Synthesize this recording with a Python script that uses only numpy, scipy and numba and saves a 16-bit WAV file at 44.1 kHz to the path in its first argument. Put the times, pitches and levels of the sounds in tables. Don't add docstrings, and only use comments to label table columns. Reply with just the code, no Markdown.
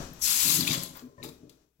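import sys
import numpy as np
from scipy import signal
from scipy.fft import rfft, irfft
from scipy.io import wavfile
from scipy.ndimage import uniform_filter1d
from numba import njit

SR = 44100
rng = np.random.default_rng(int(sys.argv[2]) if len(sys.argv) > 2 else 0)


def how_loud(loudness_db):
    steps = np.asarray(loudness_db, float) / 20
    return 10 ** steps


def log_audio(samples):
    frames = np.atleast_2d(samples).T
    limited = np.clip(frames, -1, 1)
    pcm = np.round(limited * 32767).astype(np.int16)
    wavfile.write(sys.argv[1], SR, pcm)


N = 79380
T = np.arange(N) / SR


def noise():
    return rng.standard_normal(N)


def unit(x):
    return x / np.sqrt(np.mean(x ** 2))


def curve(rows, column=1, off=-120):
    rows = np.array(rows)
    return np.interp(T, rows[:, 0], rows[:, column], left=off, right=off)


def colour(x, points, share=1):
    hz = np.arange(N // 2 + 1) * SR / N + 1
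    point_hz, point_db = np.array(points).T
    gain_db = np.interp(np.log(hz), np.log(point_hz), point_db)
    return irfft(rfft(x) * how_loud(share * gain_db), N)


def ring(x, modes):
    out = 0
    for hz, db, t60 in modes:
        pole = np.exp(2j * np.pi * hz / SR - np.log(1000) / (t60 * SR))
        out = out + how_loud(db) * signal.lfilter([1], [1, -pole], x).imag
    return out


def walk(rate):
    hold = int(SR / rate)
    steps = np.repeat(rng.standard_normal(N // hold + 1), hold)
    return unit(uniform_filter1d(steps, hold)[:N])


def burst(start, length, attack, release):
    rise = np.clip((T - start) / attack, 0, 1)
    return rise * np.exp(-np.clip(T - start - length, 0, None) / release)


@njit
def highpass(x, hz, damp):
    y, b, l = np.empty(len(x)), 0., 0.
    for i in range(len(x)):
        g = np.tan(np.pi * hz[i] / SR)
        v = (b + g * (x[i] - l)) / (1 + g * (g + damp))
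        low = l + g * v
        y[i] = x[i] - damp * v - low
        b, l = 2 * v - b, 2 * low - l
    return y


@njit
def grains(start, hz, cycles, size, glide, n):
    y = np.zeros(n)
    for k in range(len(hz)):
        phase, length = 0., cycles[k] * SR / hz[k]
        for i in range(min(int(4 * length), n - int(start[k]))):
            phase += 2 * np.pi * min(hz[k] * (1 + glide * i / length), 20000.) / SR
            attack = min(i / (.15 * length + 1), 1.)
            y[int(start[k]) + i] += size[k] * np.sin(phase) * np.exp(-i / length) * attack
    return y


def fizz(count, low_hz, high_hz, cycles, spread_db):
    place, pitch, length, size = rng.random((count, 4)).T
    hz = low_hz * (high_hz / low_hz) ** pitch
    return unit(grains(place * (N - 1), hz, cycles * (.5 + length), how_loud(spread_db * size) * np.sqrt(hz), 0.054, N))


def water(points, bubbles, flicker_db, cycles):
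    grain = fizz(count=6000, low_hz=810.0, high_hz=14490.0, cycles=cycles, spread_db=14.5)
    return unit(colour(noise() + bubbles * grain, points)) * how_loud(flicker_db * walk(60))


def pair(points):
    apart = [(200, -15), (1500, 0.5)]
    common = colour(noise(), points)
    difference = colour(colour(noise(), points), apart)
    return unit(common + difference * np.array([[1], [-1]]))


def background():
    # (frequency [Hz], level [dB per Hz])
    room_tone = [(45, -8), (250, -16.5), (1300, -23), (2400, -32), (3200, -29), (5100, -30), (5700, -23.5),
                 (7500, -32.5), (16000, -48)]
    # (frequency [Hz], level [dB per Hz])
    earlier = [(40, 2.5), (62, 15), (110, 2.5), (250, 6), (630, 12), (900, -5), (1290, 2.5), (1700, 2.5),
               (2000, -26), (16000, -64)]
    # (time [s], background gain [dB])
    hush = [(0, 2.5), (.06, 1), (.19, -5), (.26, -8), (.55, -13), (.7, -9), (1.0, -8.5), (1.16, -25.5),
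            (1.3, -13.5), (1.45, -18), (1.65, -27.5), (1.8, -30.5)]
    tone = pair(room_tone) * how_loud(-49 + 3.3 * walk(12))
    hum = unit(ring(noise(), [(61, 0, 0.98)])) * how_loud(-46.5 - 5.5 * T)
    fan = unit(ring(noise(), [(2500, 0, .06)])) * how_loud(-68.5)
    knock_tail = pair(earlier) * how_loud(-41 - 60 * T / 0.3)
    return (tone + hum + fan) * how_loud(curve(hush)) + knock_tail


def basin():
    # (time [s], level [dB])
    drum = [(0.0, -42), (0.204, -55.5), (0.406, -48), (0.476, -37.5), (0.54, -38), (0.62, -31.5),
            (0.676, -35), (0.696, -30), (1.002, -55.5), (1.036, -44), (1.162, -58), (1.252, -38),
            (1.382, -53), (1.438, -46), (1.728, -74.5), (1.8, -76.5)]
    # (frequency [Hz], level [dB], t60 [s])
    modes = [(144, 1.5, 0.12), (167.1, 4.5, 0.16), (196, -5.5, 0.29), (252.9, 4.5, 0.2), (290, 1.5, .2),
             (327.1, -9, 0.44), (400.3, -15.5, 0.26), (576.4, -10, 0.13), (624.6, -11, 0.33)]
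    # (time [s], peak [dB], push length [ms])
    lumps = [(.002, -37, 2), (.040, -41, 1.8), (.115, -39, 2), (.457, -36.5, 2.7), (.500, -35, 2),
             (0.59, -28.5, 2), (.600, -26, 2.5), (.621, -26, 2.73), (.632, -27.5, 2), (.695, -26.5, 2.5),
             (.705, -25, 3.3), (0.754, -34, 2.5), (.776, -27, 2.8), (.845, -37.5, 2.5), (1.221, -40, 2.2),
             (1.237, -37, 1.4), (1.2492, -35.5, 1.2), (1.2613, -41, 1.4), (1.27, -41.5, 1.4),
             (1.285, -41.5, 1.4), (1.293, -40, 1.5), (1.318, -44.5, 1.4), (1.404, -48.5, 2.1),
             (1.432, -39.5, 2.3), (1.453, -44.5, 1.6)]
    # (frequency [Hz], level [dB])
    wet_basin = [(100, 0.5), (170, -9), (330, -2.5), (450, 9.5), (900, -13.5)]
    wet_from_s = 0.98
    thin = [(60, -25.5), (135, -1.5)]
    patter = noise() * how_loud(0.89 * walk(70))
    out = unit(colour(ring(patter, modes), thin)) * how_loud(curve(drum) - 3.0)
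    push = np.zeros(N)
    for s, db, ms in lumps:
        blow = np.hanning(int(ms * SR / 1000))
        push[int(s * SR):int(s * SR) + len(blow)] += how_loud(db) * blow / blow.sum()
    loaded = [(hz, db, 0.54 * t60) for hz, db, t60 in modes]
    out = out + 0.4 * colour(ring(push, loaded), thin)
    return np.where(T < wet_from_s, out, colour(out, wet_basin))


def ticks():
    # (time [s], level [dB], centre [Hz], width [Hz], decay [ms])
    spray = [(.1340, -46.5, 13400, 4900, 2.7), (.1920, -60, 7900, 2500, 12), (.8230, -37, 12000, 7000, 1.6),
             (0.834, -31, 10970, 2500, 3.8), (.8344, -38, 12200, 9030, 1.5), (.9400, -53, 12000, 6000, 2.6),
             (0.952, -47.5, 1410, 1400, 42), (.9700, -41, 14880, 4000, 2), (0.994, -43.5, 4574, 4995, 2.9),
             (1.4957, -47.5, 6407, 4000, 2.7), (1.4946, -52, 12300, 8730, 1.2),
             (1.4950, -65.5, 4230, 3000, 36)]
    out, crackle = 0, noise()
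    for s, db, hz, width_hz, ms in spray:
        band = unit(colour(crackle, [(max(hz - width_hz, 300), -20), (hz, 0), (hz + width_hz, -20)]))
        out = out + how_loud(db) * band * burst(s, 0, .0003, ms / 1000)
    return out


def jet():
    # (time [s], level [dB], lowest hiss resonance [Hz])
    flow = [
        (.188, -64, 9000),
        (.208, -51.5, 6920),
        (.222, -31.5, 5200),
        (.25, -25, 4700),
        (.28, -25, 2800),
        (.40, -25, 2400),
        (.56, -24, 2800),
        (.62, -37.5, 3200),
        (.68, -42, 3235),
    ]
    # (frequency [Hz], level [dB per Hz])
    hiss_colour = [(290, -24.5), (600, -14), (1700, -9), (2900, -9.5), (4500, -4), (7000, 0), (12000, -3),
                   (16000, -10.5)]
    edge = np.clip(curve(flow, column=2, off=6000), 200, 15000)
    hiss = water(hiss_colour, bubbles=0.8, flicker_db=1.04, cycles=3.5)
    rush = highpass(hiss[::-1].copy(), 0.3 * edge, 1.25)
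    resonant = highpass(hiss, 1.04 * edge, 0.67)
    narrow = highpass(resonant, .8 * edge, 1.41)
    return (0.78 * narrow + .5 * rush) * how_loud(curve(flow))


def lips():
    narrow = [(5800, 0, .0025)]
    whistle = unit(ring(ring(noise(), narrow), narrow))
    return how_loud(-32.5) * whistle * burst(.213, .03, 0.0056, 0.011)


def drops():
    # (time [s], peak [dB], pitch [Hz], length [cycles])
    single = [(.4700, -27, 2600, 7.4), (0.497, -23, 3930, 16), (.5270, -27, 4030, 9),
              (.5520, -20, 7600, 18), (.5530, -22, 4940, 21), (0.586, -22, 4130, 14), (0.6, -20.5, 4700, 4),
              (.6260, -25.5, 3670, 17), (.6320, -26.5, 3470, 10), (.6380, -23.5, 4225, 6),
              (.6500, -27, 2780, 13), (.6510, -28, 3730, 12), (0.6728, -18.5, 2370, 13),
              (.6755, -18, 2524, 11), (.6760, -17, 3670, 7.1), (.6790, -13.5, 3495, 6.9),
              (.6770, -27.5, 6800, 17), (.6840, -27.5, 2490, 14), (.6890, -28.5, 3470, 7.2),
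              (.6920, -25, 4840, 13), (.7060, -24, 4774, 16), (.7100, -19.5, 2263, 9.9),
              (.7110, -18.5, 3684, 23), (.7130, -27, 5950, 14), (0.717, -27.5, 3850, 13),
              (.7200, -19, 4660, 9), (.7280, -26.5, 4960, 12), (.7330, -31, 3360, 9),
              (.7380, -26.5, 4830, 12), (0.738, -36.5, 1054, 22), (.7480, -30.5, 7800, 13),
              (.7500, -26.5, 3410, 15), (.7570, -34, 3590, 16), (0.781, -26, 7500, 14),
              (.7960, -30.5, 5000, 12.4), (1.2210, -50, 2600, 9), (1.2285, -33.5, 3830, 9.6),
              (1.2290, -39, 2280, 7), (1.2430, -42, 2600, 10), (1.2890, -45, 3900, 13),
              (1.289, -50, 7500, 18), (1.3210, -52, 2400, 12), (1.4950, -45, 3240, 4.7)]
    s, db, hz, cycles = np.array(single, float).T
    return grains(s * SR, hz, 0.64 * cycles, how_loud(db), 0.012, N) * how_loud(2.5 * walk(500))


def spatter():
    # (time [s], level [dB])
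    splash = [
        [(.59, -34), (.665, -34), (.682, -30.5), (.74, -28.5), (.775, -35.5), (.85, -43.5), (.918, -55.5),
         (.972, -54.5), (1.16, -101.5)],
        [(1.222, -77), (1.234, -43), (1.292, -50.5), (1.345, -63), (1.39, -79), (1.48, -103), (1.497, -61.5),
         (1.55, -77), (1.62, -97.5)],
    ]
    # (frequency [Hz], level [dB per Hz])
    first_colour = [(400, -17.5), (598, -11), (1000, -15.5), (1650, -13), (2400, -11.5), (3700, -1),
                    (7500, -1.5), (16000, -12.5)]
    last_colour = [(400, -12.5), (900, -15.5), (1500, -15.5), (2600, -20), (3200, -18.5), (3900, -10),
                   (6000, -12), (16000, -19)]
    # (frequency [Hz], level [dB], t60 [s])
    glaze = [(2388, -1.5, .02), (3580, -2, 0.0097), (4920, -1.5, .015), (7500, -3, .015)]
    wet_glaze = [(1410, -8.5, .03), (2600, -6.5, .02), (3840, -1, 0.03), (5120, -1, 0.023),
                 (7500, -4.5, 0.024)]
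    first = water(first_colour, bubbles=1.3, flicker_db=2.5, cycles=5.3)
    last = water(last_colour, bubbles=0.71, flicker_db=3.0, cycles=4.)
    first = first + 0.25 * unit(ring(first, glaze))
    last = last + 0.44 * unit(ring(last, wet_glaze))
    return first * how_loud(curve(splash[0]) - 1.0) + last * how_loud(curve(splash[1]) - 1.9)


def bowl():
    # (frequency [Hz], level [dB], t60 [s])
    modes = [(560.4, -1.5, .14), (628, -4, 0.14), (1032, 1.5, 0.1)]
    return how_loud(-45) * unit(ring(noise(), modes)) * burst(.728, 0.018, 0.0098, 0.12)


def drain():
    pitch_hz = 253 * (1 + 0.012 * walk(43.2))
    tone = np.sin(2 * np.pi * np.cumsum(pitch_hz) / SR) * how_loud(1.4 * walk(50))
    return how_loud(-41) * tone * burst(1.021, .052, 0.0065, 0.0064)


def handle():
    # (time [s], level [dB], held [ms])
    taps = [
        (1.179, -59.5, 12),
        (1.197, -57, 18),
        (1.794, -77, 20),
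    ]
    # (frequency [Hz], level [dB], t60 [s])
    modes = [(118.9, 0.5, 0.09), (589, -2, 0.25), (1018, -3.5, 0.073), (1812, -7.5, 0.095),
             (2260, -22, .05), (4670, -28, .04), (7890, -28, .04)]
    out, rub = 0, noise() * how_loud(3.3 * walk(300))
    for s, db, ms in taps:
        held = burst(s, ms / 1000, 0.0032, 0.0097)
        click = np.exp(-.5 * ((T - s) / .00004) ** 2)
        out = out + ring(how_loud(db) * (click + 0.095 * rub * held), modes) * held
    return out


def echo(dry, t60):
    t = T[:SR // 2]
    tail = rng.standard_normal((2, len(t))) * how_loud(-60 * t / t60)
    tail = tail / np.sqrt(np.sum(tail ** 2, axis=1, keepdims=True))
    wet = np.array([signal.fftconvolve(dry, h)[:N] for h in tail])
    return signal.sosfilt(signal.butter(2, 400, "high", fs=SR, output="sos"), wet)


def scene():
    lag_s, shared = .00034, .45
    near = jet() + lips() + spatter()
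    far = jet() + lips() + spatter()
    solid = basin() + drops() + ticks() + drain() + handle() + bowl()
    shaded = colour(solid, [(500, 0), (2500, -5.5)])
    left = near + solid
    right = np.interp(T - lag_s, T, shared * near + shaded) + np.sqrt(1 - shared ** 2) * far
    wet = how_loud(-3) * echo(left, t60=.3) * np.array([[.6], [.9]])
    return 0.99 * np.array([left, right]) + wet + background()


def low_pass(x):
    return signal.sosfilt(signal.butter(12, 16480, fs=SR, output="sos"), x)


def record(dry):
    # (frequency [Hz], level difference [dB])
    port_colour = [(60, 3), (300, 6), (1000, 6.5), (3000, 7), (5500, 9.5), (7800, 20), (11000, 7),
                   (15500, 23)]
    # (frequency [Hz], level [dB])
    mic = [(5000, 0.5), (5700, -1), (7900, -0.5), (8700, -7.5), (9500, -0.5), (11500, 3.5), (16000, 1.5)]
    heard = dry + how_loud(-83) * rng.standard_normal(dry.shape)
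    left = colour(colour(heard[0], port_colour, share=0.31), mic)
    right = colour(colour(heard[1], port_colour, share=-0.84), mic)
    top_cut = signal.ellip(10, .2, 80, 15800, fs=SR, output="sos")
    return low_pass(signal.sosfilt(top_cut, np.array([left, right])))


dry = scene()
out = record(dry)
log_audio(out)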